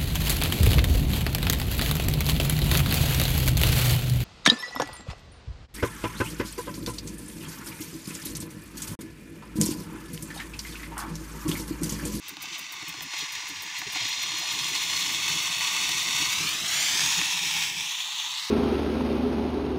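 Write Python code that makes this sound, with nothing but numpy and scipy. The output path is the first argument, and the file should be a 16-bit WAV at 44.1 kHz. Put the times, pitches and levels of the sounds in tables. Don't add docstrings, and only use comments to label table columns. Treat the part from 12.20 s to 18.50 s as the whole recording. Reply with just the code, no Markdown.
import sys
import numpy as np
from scipy import signal
from scipy.fft import rfft, irfft
from scipy.io import wavfile
from scipy.ndimage import uniform_filter1d, map_coordinates

SR = 44100
rng = np.random.default_rng(int(sys.argv[2]) if len(sys.argv) > 2 else 0)


def wav_record(signal):
    frames = np.transpose(np.atleast_2d(signal))
    bounded = np.clip(frames, -1, 1)
    quanta = np.round(bounded * 32767).astype(np.int16)
    wavfile.write(sys.argv[1], SR, quanta)


N = 277874
T = np.arange(N) / SR


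def jet():
    return balance(tone(broad_hiss())) * undb(flow_and_level())


# pitch_hz [Hz], level_db [dB]
HOLE_SPECTRUM = [(480, -31), (670, -25.5), (850, -6), (1050, -6.5), (1480, -9), (2200, 1), (3600, 1),
                 (4800, -4.5), (6000, -2), (7200, -6.5), (8400, -12), (11500, -19.5), (13500, -20),
                 (15500, -19.5)]


def broad_hiss(flutter_db=0.74, drop_db=-6, drop_decay_s=0.0058):
    when, size = rng.random((1100, 2)).T
    size_db = 2.8 * np.minimum(-np.log(1 - size), 3.6)
    drops = bursts(when * N / SR, undb(drop_db + size_db), drop_decay_s)
    rough = noise() * np.sqrt(1 + drops ** 2) * undb(flutter_db * walk(45))
    return colour(rough, HOLE_SPECTRUM)


# pitch_hz [Hz], width_hz [Hz], level_db [dB]
STEAM_CHANNELS = [(2284, 97, -22), (2640, 55, -6.5), (3520, 320, -8.5), (4310, 160, -11.5),
                  (5860, 200, -8.5), (6730, 310, -6.5)]
CHANNELS_ASIDE_DB = -32
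# pitch_hz [Hz], width_hz [Hz], level_db [dB]
WET_RESONANCES = [(1970, 770, -3), (4900, 630, -9)]
SHARP_PUFF_DB = 9
BLAST_S, BLAST_FADE_S, BLAST_HZ, BLAST_WIDTH_HZ, BLAST_DB = 1.75, 1, 3670, 1800, -4.5


def tone(hiss, slack_db=-5, slack_hz=4050, slack_width_hz=1500):
    swing, = curves(SWING_ASIDE)
    hiss = hiss + undb(CHANNELS_ASIDE_DB * swing) * resonances(hiss, STEAM_CHANNELS)
    sharp = np.clip(puffs() / SHARP_PUFF_DB, 0, 1) ** 2
    wet = np.interp(T, [1.7, 2.0], [1, 0]) * (1 - sharp)
    hiss = hiss + wet * resonances(hiss, WET_RESONANCES)
    blast = sharp + (T > BLAST_S) * np.exp(-np.abs(T - BLAST_S) / BLAST_FADE_S)
    hiss = hiss + blast * undb(BLAST_DB) * resonate(hiss, BLAST_HZ, BLAST_WIDTH_HZ)
    slack = (drying() + spent()) / 2
    return hiss + slack * undb(slack_db) * resonate(hiss, slack_hz, slack_width_hz)


AIM_S, AIM_WIDTH_S, AIM_DB = 4.84, 0.25, 3


def balance(hiss, rush_db=-14.5, rush_slope=0.32, full_flow_db=-29, rush_wander_db=1,
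            bright_db=-3.5, spent_bright_db=-0.5,
            sizzle_db=-17.5, pressure_sizzle_db=4.5, spent_sizzle_db=4.5, bench_sizzle_db=1):
    rush = rush_db + rush_slope * np.maximum(full_flow_db - flow_and_level(), 0)
    sizzle = sizzle_db + pressure_sizzle_db * pressure()
    sizzle = sizzle + spent_sizzle_db * spent() + bench_sizzle_db * glance()
    aim = np.exp(-((T - AIM_S) / AIM_WIDTH_S) ** 2)
    bright = bright_db + AIM_DB * aim + spent_bright_db * spent()
    low, upper, top = band(hiss, 100, 1700), band(hiss, 4550, 7900), band(hiss, 7900, 20000)
    middle = unit(hiss - low - upper - top)
    core = (middle + unit(upper) * undb(bright)) / np.sqrt(1 + undb(bright) ** 2)
    low = unit(low) * undb(rush + rush_wander_db * walk(25))
    return core + low + unit(top) * undb(sizzle)


def flow_and_level():
    if not SURGING_LEVEL:
        SURGING_LEVEL.append(flow())
    return SURGING_LEVEL[0]


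SURGING_LEVEL = []
# time_s [s], level_db [dB]
STEAM_FLOW = [(0, -48), (.19, -48), (.3, -42), (.78, -40.5), (.9, -39.5), (1.1, -38), (1.3, -37.5),
              (1.45, -39), (1.72, -37), (1.76, -30), (1.93, -32), (2.1, -32.5), (2.6, -29.5), (4.1, -27),
              (4.42, -28.5), (4.6, -25), (4.8, -23.5), (5.1, -27), (5.45, -28), (5.53, -31.5),
              (6.15, -33.5), (6.3, -35)]


def flow(surge_db=0.5):
    level, = curves(STEAM_FLOW)
    return level + puffs() + surge_db * walk(18)


# peak_s [s], rise_s [s], lift_db [dB]
STEAM_PUFFS = [(.09, 0.075, 5.5), (.245, 0.067, 5.5), (0.352, 0.039, 9), (.912, .02, 3), (1.012, 0.098, 9),
               (1.58, 0.044, 5), (2.81, 0.018, 2)]
PUFF_DECAY_S = 0.031


def puffs():
    lift = np.zeros(N)
    for peak_s, rise_s, lift_db in STEAM_PUFFS:
        rise = np.clip(1 + (T - peak_s) / rise_s, 0, 1)
        lift += lift_db * rise * np.exp(-np.maximum(T - peak_s, 0) / PUFF_DECAY_S)
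    return lift


PRESSURE_START_S, PRESSURE_RISE_S, PRESSURE_END_S, PRESSURE_FALL_S = 1.93, 0.6, 5.56, 0.15


def pressure():
    return np.clip((T - PRESSURE_START_S) / PRESSURE_RISE_S, 0, 1) * (1 - spent())


def spent():
    return np.clip((T - PRESSURE_END_S) / PRESSURE_FALL_S, 0, 1)


def drying(dry_s=0.66):
    return np.clip((T - PUMP_STOP_S) / dry_s, 0, 1)


GLANCE_S, GLANCE_WIDTH_S, GLANCE_DB = 4.55, .3, 2


def glance():
    return np.exp(-((T - GLANCE_S) / GLANCE_WIDTH_S) ** 2)


def roar(hz=690, width_hz=170, roar_db=-30, bench_db=6, dry_db=-8, waver_db=2):
    level, = curves(STEAM_FLOW)
    hollow = unit(resonate(resonate(noise(), hz, width_hz), hz, width_hz))
    sputter = waver_db * (1 + 2 * (1 - pressure()) * (1 - spent())) * walk(20)
    return hollow * undb(level + roar_db + bench_db * glance() + dry_db * drying() ** 2 + sputter)


# start_s [s], level_db [dB], thud_db relative to the crack [dB]
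WATER_SPITS = [(0.169, -25, -15), (0.24, -26, -17), (0.627, -27, -19), (0.741, -25, -14), (0.807, -21, -23),
               (0.935, -23, -12), (1.232, -29, -15), (1.617, -21, -14), (1.758, -20, -14.5),
               (3.099, -16, -32), (3.409, -17, -34), (3.417, -17, -34), (3.691, -12, -25),
               (4.794, -13, -31), (4.99, -11, -33), (5.015, -12, -25)]
# pitch_hz [Hz], level_db [dB]
CRACK_SPECTRUM = [(500, -22), (1100, -7), (2300, 0), (3600, -2), (6000, -8), (9000, -19), (15000, -28)]
# pitch_hz [Hz], level_db [dB]
THUD_SPECTRUM = [(90, -45), (300, 10), (520, -18), (750, 10), (1050, 3), (1600, 1), (4000, -33)]


def spits(crack_db=-3, crack_decay_s=.001, thud_db=1.5, thud_decay_s=.006):
    s, db, low_db = np.transpose(WATER_SPITS)
    crack = colour(noise() * bursts(s, undb(db + crack_db), crack_decay_s), CRACK_SPECTRUM)
    thud = colour(noise() * bursts(s, undb(db + low_db + thud_db), thud_decay_s), THUD_SPECTRUM)
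    return crack + thud


# pitch_hz [Hz], level_db [dB]
TICK_SPECTRUM = [(3000, -11), (6500, -10), (9000, -3), (12000, -11), (14300, 1.5), (15500, -5)]


def pump(pull_db=-35, return_db=-34, pull_decay_s=0.0054, return_decay_s=0.0021,
         tail_db=-18, tail_decay_s=0.032):
    s = strokes()
    pull_size, return_size = undb(rng.standard_normal((2, len(s))))
    pull = bursts(s, pull_size * undb(pull_db), pull_decay_s)
    back = bursts(s + PUMP_RETURN_S, return_size * undb(return_db), return_decay_s)
    tail = bursts(s + PUMP_RETURN_S, return_size * undb(return_db + tail_db), tail_decay_s)
    grit = undb(3.5 * walk(1400))
    swell = uniform_filter1d(uniform_filter1d(pull + back + tail, size=110), size=110)
    return colour(noise() * grit * swell, TICK_SPECTRUM)


PUMP_START_S, PUMP_STOP_S = .0820, 4.35
PUMP_PERIOD_S, PUMP_SECOND_S, PUMP_RETURN_S = .3, .14, .0098


def strokes():
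    pairs = np.arange(PUMP_START_S, PUMP_STOP_S, PUMP_PERIOD_S)
    s = np.concatenate([pairs, pairs + PUMP_SECOND_S])
    return s[s < PUMP_STOP_S]


# pitch_hz [Hz], width_hz before widening [Hz], level_db [dB]
CHAMBER_RESONANCES = [(80, 32, -6), (110, 26, -6.5), (262, 31, -9), (312, 58, -4), (419, 43, -7.5)]
HUM_HZ, HUM_WIDTH_HZ, HUM_DB, HUM_GROWTH_DB_PER_S = 162.8, 14.6, 2, 6
HUM_WANDER = .035


def boiling(gulp_db=5.0, steady_db=1.5, trim_db=-1, bubble_db=-6, dry_bubble_db=-10,
            widen=1.47, hollow_hz=535, hollow_width_hz=90):
    uneven_db = np.interp(T, [1.8, 2.6], [gulp_db, steady_db])
    gurgle = np.zeros(N)
    for hz, width_hz, db in CHAMBER_RESONANCES:
        ring = resonate(resonate(noise(), hz, widen * width_hz), hz, widen * width_hz)
        gurgle += undb(db + uneven_db * walk(35)) * ring
    gurgle = gurgle - resonate(gurgle, hollow_hz, hollow_width_hz)
    hum_db = HUM_DB + HUM_GROWTH_DB_PER_S * np.clip(T - PUMP_STOP_S, 0, 1)
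    hum = undb(hum_db) * resonate(noise(), HUM_HZ, HUM_WIDTH_HZ)
    hum = map_coordinates(hum, [np.cumsum(1 + HUM_WANDER * walk(9))], order=1, mode="mirror")
    body = band(gurgle + hum, 54, 630, order=3)
    slow_rms = np.sqrt(uniform_filter1d(body ** 2, size=SR // 12))
    glugging = undb(bubble_db + dry_bubble_db * drying()) * (1 - spent()) * bubbles()
    return (body / slow_rms + glugging) * boil_strength() * undb(trim_db)


GULP_DELAY_S, GULP_LENGTH_S, GULP_DB, GULP_PRESSURE_DB = 0.0035, 0.076, -57, 4
THROB_DB = 1.7
GULP_SHAKE_DB, GULP_RING_DB, GULP_BEND = -2.5, -4, .25


def boil_strength(simmer_db=-65, simmer_wander_db=3.0, spent_simmer_db=-2,
                  rolling_db=-51.0, growth_db_per_s=0.4):
    wander_db = simmer_wander_db * walk(28) * (1 - spent() / 2)
    simmer = undb(simmer_db + wander_db + spent_simmer_db * spent())
    growth_db = growth_db_per_s * (T - PRESSURE_START_S - PRESSURE_RISE_S)
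    throb_db = THROB_DB * (1.5 - drying() / 2) * walk(21.97)
    rolling = undb(rolling_db + growth_db + throb_db)
    force = pressure()
    power = simmer ** 2 + force * (1 - spent()) * rolling ** 2
    gulps = [(s, length_s, db + GULP_SHAKE_DB) for s, length_s, db, _ in LARGE_GULPS]
    for s in strokes():
        db = GULP_DB + GULP_PRESSURE_DB * np.interp(s, T, force)
        gulps.append((s + GULP_DELAY_S, GULP_LENGTH_S, db))
    for s, length_s, db in gulps:
        inside = (T > s) & (T < s + length_s)
        power[inside] += (undb(db) * np.sin(np.pi * (T[inside] - s) / length_s)) ** 2
    return np.sqrt(power)


# start_s [s], length_s [s], level_db [dB], pitch_hz at mid-gulp [Hz]
LARGE_GULPS = [(.1, .048, -52, 303), (.162, 0.054, -54, 282), (.24, 0.053, -52, 295),
               (.302, 0.052, -51, 336), (.621, .028, -46, 310), (.665, 0.054, -49, 306),
               (.768, .032, -48, 323), (.8, .08, -45, 162.5), (1.018, 0.029, -46.5, 296),
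               (1.285, 0.067, -48, 278), (1.345, .079, -55, 96), (1.655, 0.045, -45.5, 158),
               (1.746, 0.032, -41.5, 298), (1.8, 0.082, -45.5, 113), (3.125, .09, -48, 156),
               (3.982, 0.064, -43.5, 295), (4.17, 0.11, -42, 162), (4.79, 0.14, -42, 158.8),
               (4.96, .07, -42.5, 174), (5.33, 0.11, -49.5, 168), (5.58, 0.079, -50.5, 163.6)]


def glugs():
    out = np.zeros(N)
    for (s, length_s, db, hz), (bend, start) in zip(LARGE_GULPS, rng.random((len(LARGE_GULPS), 2))):
        inside = (T > s) & (T < s + length_s)
        age = (T[inside] - s) / length_s
        bent_hz = hz * (1 + GULP_BEND * (2 * bend - 1) * (age - .5))
        cycles = start + np.cumsum(bent_hz) / SR
        ring = np.sqrt(2) * np.sin(2 * np.pi * cycles)
        out[inside] += undb(db + GULP_RING_DB) * np.sin(np.pi * age) * ring
    return out


BUBBLE_HZ, BUBBLE_CYCLES, BUBBLE_GLIDE = (108.7, 366), 3.4, 0.16


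def bubbles(count=110, size_range_db=6):
    out, t = np.zeros(N + SR // 4), T[:SR // 4]
    for when, pitch, bend, size in rng.random((count, 4)):
        cycles = BUBBLE_HZ[0] * (BUBBLE_HZ[1] / BUBBLE_HZ[0]) ** pitch * t
        age = cycles / BUBBLE_CYCLES
        glide = 1 + BUBBLE_GLIDE * (2 * bend - 1) * np.tanh(age / 2)
        ring = np.sin(2 * np.pi * cycles * glide)
        start = int(when * N)
        out[start:start + len(t)] += undb(size_range_db * size) * ring * np.minimum(cycles, 1) * np.exp(-age)
    return unit(out[:N])


# time_s [s], tilt [share, about 0-1]
TIP_UP = [(.4, -.1), (.9, .84), (1.4, 1.16), (2.6, .69), (3.1, .36), (4.08, .21)]
# time_s [s], swing [share, about 0-1]
SWING_ASIDE = [(4.08, 0), (4.2, .17), (4.35, .52), (4.55, .74), (4.95, .97), (5.2, .96), (5.55, .92),
               (5.7, 1.01), (5.88, 1.075), (6.02, 1.045), (6.1, 1.06), (6.18, 1.12), (6.3, 1.18)]
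# start_s [s], end_s [s], lag_ms [ms], tipped_change_ms [ms], swung_change_ms [ms], gain [signed ratio]
SURFACE_ECHOES = [(0, 4.3, 1.966, .162, -.988, .1), (0, 5.6, .578, .08, -.261, -.09),
                  (0, 6.6, .844, .176, -.586, .14), (0, 4.35, 2.642, .169, -.557, .16),
                  (.4, 4.9, 1.055, .163, -.529, .12), (.4, 5.7, 1.237, .06, -.61, -.11),
                  (4, 5.15, 1.709, 0, -.457, -.1), (4.25, 4.75, .86, 0, -.386, .08),
                  (4.2, 4.7, 1.83, 0, -.52, .1), (4.95, 5.7, 2.3, 0, -.54, -.09),
                  (4.5, 5.3, 1.325, 0, -.617, .08), (4.75, 6.6, 1.502, 0, -.413, .08),
                  (5.2, 6.6, 1.03, 0, -.633, -.13), (5.7, 6.2, 1.228, 0, -.72, -.1),
                  (5.35, 6.2, .22, 0, 0, -.1), (5.15, 6.25, .982, 0, -.633, .23),
                  (5.75, 6.6, .878, 0, .039, .11)]
ECHO_DB, ECHO_FADE_S = 3, .17
SHADE_S, SHADE_WIDTH_S, SHADE_HZ, SHADE_SHARE = 6.02, .24, 7500, .3


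def reflections(x):
    (tip,), (swing,) = curves(TIP_UP), curves(SWING_ASIDE)
    strength = undb(ECHO_DB + GLANCE_DB * glance())
    shade = SHADE_SHARE * np.exp(-((T - SHADE_S) / SHADE_WIDTH_S) ** 2)
    direct = x - shade * band(x, SHADE_HZ, 20000, order=2)
    out, power = direct + strength * clutter(x, swing), 1
    for from_s, until_s, rest_ms, tip_ms, swing_ms, size in SURFACE_ECHOES:
        facing = .5 + .5 * np.tanh(np.minimum(T - from_s, until_s - T) / ECHO_FADE_S)
        gain = strength * size * facing
        out = out + gain * delayed(x, rest_ms + tip_ms * tip + swing_ms * swing)
        power = power + gain ** 2
    return out / np.sqrt(power)


def clutter(x, swing, count=16, near_ms=1, far_ms=4, shrink=0.382, clutter_db=-29):
    out = 0
    for place, sign in rng.random((count, 2)):
        lag_ms = (near_ms + (far_ms - near_ms) * place) * (1 - shrink * swing)
        out = out + np.sign(sign - .5) * undb(clutter_db) * delayed(x, lag_ms)
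    return out


def delayed(x, lag_ms):
    return map_coordinates(x, [(T - lag_ms / 1000) * SR], order=2)


def room(x, wet_db=-18, t60_s=0.21):
    t = T[:SR // 2]
    decay = np.exp(-np.log(1000) * t / t60_s) * (t > .003)
    tail = band(rng.standard_normal(len(t)), 126, 6500, order=1) * decay
    return x + undb(wet_db) * signal.fftconvolve(x, tail / np.linalg.norm(tail))[:N]


def resonate(x, hz, width_hz):
    return signal.lfilter(*signal.iirpeak(hz, hz / width_hz, SR), x)


def resonances(x, table):
    return sum(undb(db) * resonate(x, hz, width_hz) for hz, width_hz, db in table)


def undb(db):
    return 10 ** (np.asarray(db) / 20)


def unit(x):
    return x / np.sqrt(np.mean(x ** 2))


def curves(table):
    s, *columns = np.transpose(table)
    return [np.interp(T, s, c) for c in columns]


def colour(x, points):
    hz, db = np.transpose(points)
    size = 4096
    f = np.maximum(np.fft.rfftfreq(size, 1 / SR), 1)
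    cepstrum = irfft(np.log(undb(np.interp(np.log(f), np.log(hz), db))))
    cepstrum[1:size // 2] *= 2
    cepstrum[size // 2 + 1:] = 0
    response = irfft(np.exp(rfft(cepstrum)))
    return signal.fftconvolve(x, response / np.linalg.norm(response))[:N]


def band(x, lo_hz, hi_hz, order=4):
    return signal.sosfiltfilt(signal.butter(order, [lo_hz, hi_hz], "band", fs=SR, output="sos"), x)


def walk(rate):
    k = max(int(SR / rate), 1)
    steps = np.repeat(rng.standard_normal(N // k + 1), k)
    return unit(uniform_filter1d(uniform_filter1d(steps, k), k // 2 + 1)[:N])


def bursts(times, sizes, decay_s):
    power = np.zeros(N)
    np.add.at(power, np.clip((np.asarray(times) * SR).astype(int), 0, N - 1), np.square(sizes))
    return np.sqrt(signal.lfilter([1], [1, -np.exp(-2 / (decay_s * SR))], power + 1e-18))


def noise():
    return rng.standard_normal(N)


def scene():
    hissing = room(reflections(jet() + spits()))
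    return (hissing + roar() + boiling() + glugs() + pump())[None]


def record(dry, top_hz=15600):
    return signal.sosfilt(signal.ellip(12, .1, 80, top_hz, fs=SR, output="sos"), dry)


dry = scene()
out = record(dry)
wav_record(out)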